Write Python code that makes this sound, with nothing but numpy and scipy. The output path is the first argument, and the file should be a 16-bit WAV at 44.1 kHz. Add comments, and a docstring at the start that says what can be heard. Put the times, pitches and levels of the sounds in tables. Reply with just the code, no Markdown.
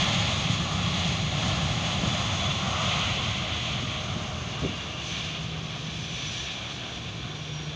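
"""Distant jet airliner on a runway.

Heard in mono from the airport fence as it rolls out. Exhaust eddies rumble and roar, fan hiss swells
on the wind, and narrow howls come and go. A turbine whine and a low hum sink in pitch as the aircraft
turns its tail and draws away. Now and then a gust buffets the microphone."""
import sys
import numpy as np
from scipy import signal
from scipy.fft import rfft, irfft, next_fast_len
from scipy.io import wavfile

SR = 44100
rng = np.random.default_rng(int(sys.argv[2]) if len(sys.argv) > 2 else 0)


def to_wav(sig):
    """Store sig (one row per channel, or 1-D mono) as 16-bit WAV at the path in sys.argv[1].

    Samples outside -1..1 are clipped; the rate is SR.
    """
    pcm = np.clip(np.atleast_2d(sig), -1, 1) * 32767
    pcm = np.round(pcm).astype(np.int16)
    wavfile.write(sys.argv[1], SR, pcm.T)  # frames by channels


N = 341775
TIME_S = np.arange(N) / SR

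# Engine side heard. Each row: time in seconds, aspect (0 flank, 1 rear quarter, 2 tail).
ENGINE_ASPECT = [(0, 0.0), (1.6, 0.18), (2.7, 1), (4.0, 1.28), (5.0, 1.74), (6.2, 1.93), (7.75, 1.87)]
# Edges in Hz bounding the rumble, growl, roar, hiss, treble and air bands.
BAND_EDGES_HZ = [15, 270, 530, 1900, 4500, 10500, 17000]
# Fan swells. Each row: time in seconds, hiss in dB, treble in dB re hiss.
FAN_LEVELS = [(0.05, -27.5, -10), (0.7, -34.5, -8), (1.05, -31, -9), (1.3, -34.5, -9.5), (1.47, -31, -8.5),
              (1.68, -34.5, -7.5), (1.92, -32.5, -7.5), (2.7, -33.5, -7.5), (2.93, -28.5, -10.5),
              (3.4, -33.5, -11), (3.72, -33.5, -11.5), (4.35, -40.5, -6.5), (4.76, -37.5, -10),
              (4.95, -39.5, -10), (5.16, -34, -8.5), (5.52, -40, -11), (6.13, -37.5, -8),
              (6.23, -34.5, -9.5), (6.42, -34.5, -8.5), (6.55, -37, -10.5), (7.35, -42, -9.5),
              (7.75, -40.5, -11)]
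# Fan hiss spectrum, rear quarter. Each row: frequency in Hz, relative density in dB.
FAN_HISS_QUARTER = [(1000, -43), (1700, -8), (1980, -5), (2410, -3.5), (2830, -0.5), (3330, 0.5),
                    (4590, -13), (5000, -15), (6500, -49), (11000, -120)]


def from_db(db):
    """Decibels to gain."""
    return 10 ** (np.asarray(db) / 20)


def in_time(rows):
    """Each column of a timed table, interpolated per sample."""
    times_s, *columns = np.transpose(rows)
    return [np.interp(TIME_S, times_s, column) for column in columns]


def swell(middle_s, length_s):
    """Gaussian rise and fall in gain; length_s spans two sigma."""
    return np.exp(-2 * ((TIME_S - middle_s) / length_s) ** 2)


def coloured(gain_at):
    """Unit-power noise with amplitude spectrum gain_at(hz)."""
    size = next_fast_len(N)
    hz = np.maximum(np.arange(size // 2 + 1) * SR / size, 1e-3)
    noise = irfft(rfft(rng.standard_normal(size)) * gain_at(hz), size)[:N]
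    return noise / np.sqrt(np.mean(noise ** 2) + 1e-20)


def drift(rate_hz):
    """Random wander of unit spread, rolled off above rate_hz."""
    return coloured(lambda hz: 1 / (1 + (hz / rate_hz) ** 4))


def flutter(depth_db, rate_hz):
    """Gain flutter of a far sound, from eddies along the path."""
    return from_db(depth_db * drift(rate_hz))


def band_noise(spectrum, low_hz, high_hz):
    """Unit-power noise of a given spectrum between steep band edges."""
    points_hz, points_db = np.transpose(spectrum)

    def gain_at(hz):
        edge_loss = np.sqrt((1 + (low_hz / hz) ** 24) * (1 + (hz / high_hz) ** 24))
        return from_db(np.interp(np.log(hz), np.log(points_hz), points_db)) / edge_loss
    return coloured(gain_at)


def beamed(spectra, edges_hz):
    """Engine turbulence radiates a different colour each way: flank, rear quarter, tail."""
    aspect, = in_time(ENGINE_ASPECT)
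    shares = [np.maximum(1 - np.abs(aspect - k), 0) for k in range(len(spectra))]
    return sum(np.sqrt(share) * band_noise(spectrum, *edges_hz)
               for share, spectrum in zip(shares, spectra))


def tone(hz):
    """Gliding sine of unit power."""
    return np.sqrt(2) * np.sin(2 * np.pi * np.cumsum(hz) / SR)


def breathy(hz, half_width_hz):
    """Narrow unit-power noise band, shifted onto a gliding pitch."""
    carrier_hz = SR / 4
    band = coloured(lambda f: 1 / (1 + (np.abs(f - carrier_hz) / half_width_hz) ** 3))
    analytic = signal.hilbert(band, next_fast_len(N))[:N]
    return np.real(analytic * np.exp(2j * np.pi * np.cumsum(hz - carrier_hz) / SR))


def engine_pitch(sink_from_s=2.2, sink_per_s=0.0224):
    """Pitch ratio of the engine tones: holds, then sinks as the aircraft turns its tail."""
    return 1 - sink_per_s * np.maximum(TIME_S - sink_from_s, 0)


def exhaust(growl_mean_db=-46, growl_follows=0.32):
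    """Large eddies in the jet rumble; smaller ones growl and roar. All fade as it rolls away."""
    # Level curves. Each row: time in seconds, level in dB.
    rumble_levels = [(0, -29), (1.0, -30), (1.55, -28.5), (2.3, -29.5), (3.4, -33), (4.55, -35), (4.9, -38),
                     (5.5, -38), (6.25, -37.5), (6.55, -41), (6.8, -39), (7.75, -40)]
    roar_levels = [(0.05, -30.5), (0.45, -37.0), (1.3, -38.5), (1.43, -33.5), (1.68, -36.5), (2.4, -35),
                   (2.88, -33), (3.6, -39), (4.1, -39.0), (4.45, -42), (5.2, -42.5), (5.4, -44.5),
                   (5.95, -45.5), (6.35, -43), (7.3, -46.0), (7.75, -45)]
    # Spectra by side heard. Each row: frequency in Hz, relative density in dB.
    rumble_flank = [(12, -56), (20, -24), (32, -22), (73, -0.5), (118, 2.5), (178, 0.5), (247, -10),
                    (300, -11), (390, -52), (660, -120)]
    rumble_quarter = [(12, -57), (20, -23), (27, -27.5), (61, -7.5), (91, 0.5), (184, -4.5), (221, -8),
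                      (259, -20.5), (300, -20.5), (390, -45), (660, -120)]
    rumble_tail = [(12, -65), (20, -32), (38, -22.5), (69, -3), (97, -9), (118, 0.5), (166, -5),
                   (182, -6.5), (300, -18), (390, -49.5), (660, -120)]
    growl_all_sides = [(140, -36), (230, 0), (422, -7.5), (519, -8), (600, 0.5), (780, -34), (1320, -120)]
    roar_flank = [(260, -44), (450, -7), (595, 1), (736, -0.5), (834, 1), (922, -9.5), (1070, -1),
                  (1240, -3), (1410, -4.5), (1520, -12.5), (1740, -3.5), (1940, -17.5), (2200, -14),
                  (2860, -36), (4840, -120)]
    roar_quarter = [(260, -44), (450, -4.5), (615, -0.5), (740, 1.5), (910, -8), (1060, 1.5), (1230, -0.5),
                    (1440, -4), (1510, -8.5), (1700, -12.5), (1980, -3.5), (2200, 6), (2860, -39),
                    (4840, -120)]
    roar_tail = [(260, -31), (450, -6), (500, -6), (702, 3), (886, -5.5), (1070, -1), (1330, -4),
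                 (1610, -2.5), (1730, -12), (2000, -7), (2200, 10), (2860, -36), (4840, -120)]

    rumble_db, = in_time(rumble_levels)
    roar_db, = in_time(roar_levels)
    growl_db = growl_mean_db + growl_follows * (rumble_db - rumble_db.mean())
    rumble = beamed([rumble_flank, rumble_quarter, rumble_tail], BAND_EDGES_HZ[0:2])
    growl = band_noise(growl_all_sides, *BAND_EDGES_HZ[1:3])
    roar = beamed([roar_flank, roar_quarter, roar_tail], BAND_EDGES_HZ[2:4])
    lows = from_db(rumble_db - 0.5) * rumble + from_db(growl_db) * growl
    mids = from_db(roar_db - 0.5) * roar
    return lows * flutter(depth_db=0.1, rate_hz=10) + mids * flutter(depth_db=1.0, rate_hz=9)


def fans(air_mean_db=-36, air_follows=0.85):
    """Broad fan hiss swelling on the wind, with a narrow singing band pitched higher from behind."""
    # Spectra by side heard. Each row: frequency in Hz, relative density in dB.
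    hiss_flank = [(1000, -45), (1700, -5), (1940, -6.5), (2100, -4.5), (2360, -5.5), (2670, -3.5),
                  (3110, -3), (3380, 1), (3760, -5), (4080, -5.5), (5000, -15.5), (6500, -47),
                  (11000, -120)]
    hiss_tail = [(1000, -43), (1700, 4), (2000, -17), (2340, -2.5), (2550, -5.5), (2870, -4.5),
                 (3020, -4.5), (3440, 0.5), (3710, -6), (3950, -6), (4170, -11), (5000, -15), (6500, -42),
                 (11000, -120)]
    treble_flank = [(2350, -36), (4000, -3), (5080, -8.5), (5370, -12.5), (6650, -6), (7050, -11.5),
                    (7670, -27), (8040, -23.5), (10500, -41), (17700, -120)]
    treble_quarter = [(2350, -32), (4000, 6), (4580, -9), (4970, -7), (5310, -13.5), (6520, -4),
                      (6970, -11.5), (7560, -22.5), (8040, -26), (10500, -41), (17700, -120)]
    treble_tail = [(2350, -35), (4000, 3), (4950, -9), (5220, -7.5), (5480, -9.5), (5780, -6.5), (6060, -4),
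                   (6360, -7), (6950, -10.5), (7260, -19), (8040, -27.5), (10500, -36), (17700, -120)]
    air_all_sides = [(10000, 0), (11500, -9.5), (12400, -14), (13000, -18), (14000, -16), (15500, -15)]

    aspect, = in_time(ENGINE_ASPECT)
    hiss_db, tilt_db = in_time(FAN_LEVELS)
    treble_db = hiss_db + tilt_db
    air_db = air_mean_db + treble_db.mean() + air_follows * (treble_db - treble_db.mean())
    singing_hz = np.interp(aspect, [0, 2], [3320, 3480])
    singing_db = np.interp(aspect, [0, 2], [-13, -17])  # re hiss
    hiss = beamed([hiss_flank, FAN_HISS_QUARTER, hiss_tail], BAND_EDGES_HZ[3:5])
    treble = beamed([treble_flank, treble_quarter, treble_tail], BAND_EDGES_HZ[4:6])
    air = from_db(air_db) * band_noise(air_all_sides, *BAND_EDGES_HZ[5:7])
    singing = from_db(singing_db) * breathy(singing_hz, half_width_hz=50)
    treble *= from_db(treble_db - 0.65) * flutter(depth_db=0.86, rate_hz=16)
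    body = from_db(hiss_db - 0.2) * (hiss + singing) * flutter(depth_db=0.64, rate_hz=13.5)
    return body + treble + air


def whine(start_hz=6470, smear=0.00419, flank_db=-22.5, tail_db=-8.5):
    """Turbine blade tone, smeared in pitch by the hot exhaust, clearest from behind; plus whistles."""
    # The tone rings out. Each row: middle in seconds, length in seconds, lift in dB.
    flares = [(5.1, .14, 5), (6.25, .35, 4.5), (7.57, 0.17, 12.5)]
    # Two breathy whistles below the whine, and its faint, diffuse octave.
    # Each row: start pitch in Hz, half width in Hz, level in dB re fan treble.
    whistle_bands = [(5020, 140, -16), (5720, 120, -14.5), (13050, 330, -50)]

    aspect, = in_time(ENGINE_ASPECT)
    hiss_db, tilt_db = in_time(FAN_LEVELS)
    pitch = engine_pitch()
    blade_db = flank_db + (aspect / 2) ** 2 * (tail_db - flank_db)  # re fan treble
    blade_db += sum(lift_db * swell(middle_s, length_s) for middle_s, length_s, lift_db in flares)
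    blade_hz = start_hz * pitch * (1 + smear * drift(rate_hz=63.5))
    blade = from_db(blade_db) * tone(blade_hz) * flutter(depth_db=3.0, rate_hz=32)
    whistles = sum(from_db(level_db) * breathy(hz * pitch, half_width_hz)
                   for hz, half_width_hz, level_db in whistle_bands)
    return from_db(hiss_db + tilt_db) * (blade + whistles)


def microphone_hiss(level_db=-83):
    """Faint white self-noise of the microphone."""
    return from_db(level_db) * rng.standard_normal(N)


def buffets(decay_cycles=0.8, length_s=0.05, band_hz=(90, 700)):
    """Each eddy gives the microphone one short, dull push and pull, without deep bass."""
    # Each row: start in seconds, envelope peak before filtering in dB, pitch in Hz.
    eddies = [(0.022, -22, 137), (0.497, -14, 131), (2.018, -21, 153), (2.035, -15.5, 166),
              (2.073, -15, 120), (4.621, -21, 150), (4.635, -23, 150), (4.649, -18, 380), (4.669, -33, 190),
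              (4.693, -24, 198), (5.442, -23.5, 151), (5.885, -25.5, 140), (7.252, -23, 161)]
    out = np.zeros(N)
    for start_s, peak_db, hz in eddies:
        active = (TIME_S >= start_s) & (TIME_S < start_s + length_s)
        cycles = (TIME_S[active] - start_s) * hz
        envelope = from_db(peak_db) * np.exp(-(cycles / decay_cycles) ** 2 / 2)
        out[active] += envelope * np.sin(2 * np.pi * cycles)
    return signal.sosfilt(signal.butter(3, band_hz, "band", fs=SR, output="sos"), out)


def howls():
    """Narrow hollow howls in the engine noise, each swelling and fading."""
    # Each row: middle in seconds, length in seconds, pitch in Hz, half width in Hz, level in dB.
    howl_bands = [(0.8, .6, 1180, 130, -40.5), (2.002, 1.5, 752, 74, -46), (2.3, 0.62, 3457, 45, -38),
                  (2.855, 0.27, 1250, 54, -42), (4.1, 1.1, 620, 10, -48), (4.25, 3.1, 1184, 76, -51),
                  (4.9, 0.92, 2810, 86, -44), (5.2, 0.38, 1080, 65, -55), (5.2, 1.6, 4700, 70, -60),
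                  (5.9, 1.2, 5320, 85, -59), (7.4, 0.75, 3480, 55, -50)]
    out = np.zeros(N)
    for middle_s, length_s, hz, half_width_hz, level_db in howl_bands:
        band = coloured(lambda f: 1 / (1 + ((f - hz) / half_width_hz) ** 2))
        out += from_db(level_db) * swell(middle_s, length_s) * band
    return out


def gusts(low_hz=70, split_hz=250, high_hz=510):
    """Turbulent wind churns briefly at the microphone: a rumble and a growl above it."""
    # Each row: middle in seconds, length in seconds, rumble in dB, growl in dB.
    spells = [(0.56, .1, -37, -55), (1.502, 0.19, -36.5, -53), (2.04, .07, -34.5, -41),
              (3.19, .035, -37, -43), (3.832, .03, -33, -50), (4.183, 0.048, -31, -47),
              (4.648, 0.036, -30.5, -32.5), (4.706, 0.056, -34.5, -49)]
    rumble = coloured(lambda hz: 1 / (1 + (low_hz / hz) ** 6 + (hz / split_hz) ** 6))
    growl = coloured(lambda hz: 1 / (1 + (split_hz / hz) ** 6 + (hz / high_hz) ** 6))
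    return sum(swell(middle_s, length_s) * (from_db(rumble_db) * rumble + from_db(growl_db) * growl)
               for middle_s, length_s, rumble_db, growl_db in spells)


def hum(start_hz=172.5, waver=0.0017):
    """Low engine tone that surfaces from the rumble now and then."""
    # Each row: middle in seconds, length in seconds, level in dB.
    rises = [(.95, 0.4, -36), (5.548, 0.68, -37.5), (7.62, 0.54, -37.5)]
    gain = sum(from_db(level_db) * swell(middle_s, length_s) for middle_s, length_s, level_db in rises)
    return gain * tone(start_hz * engine_pitch() * (1 + waver * drift(rate_hz=6.0)))


def jet_rasp(middle_s=2.51, length_s=0.016, level_db=-31):
    """One short burst of engine hiss."""
    hiss = band_noise(FAN_HISS_QUARTER, *BAND_EDGES_HZ[3:5])
    return from_db(level_db) * swell(middle_s, length_s) * hiss


def scene():
    """Far aircraft and near wind, identical in both channels."""
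    aircraft = exhaust() + fans() + howls() + jet_rasp() + whine() + hum()
    mono = aircraft + gusts() + buffets() + microphone_hiss()
    return np.array([mono, mono])


def record(dry):
    """Steep elliptic low-pass."""
    cutoff_hz = 15400
    return signal.sosfilt(signal.ellip(10, 0.1, 80, cutoff_hz, fs=SR, output="sos"), dry)


dry = scene()
out = record(dry)
to_wav(out)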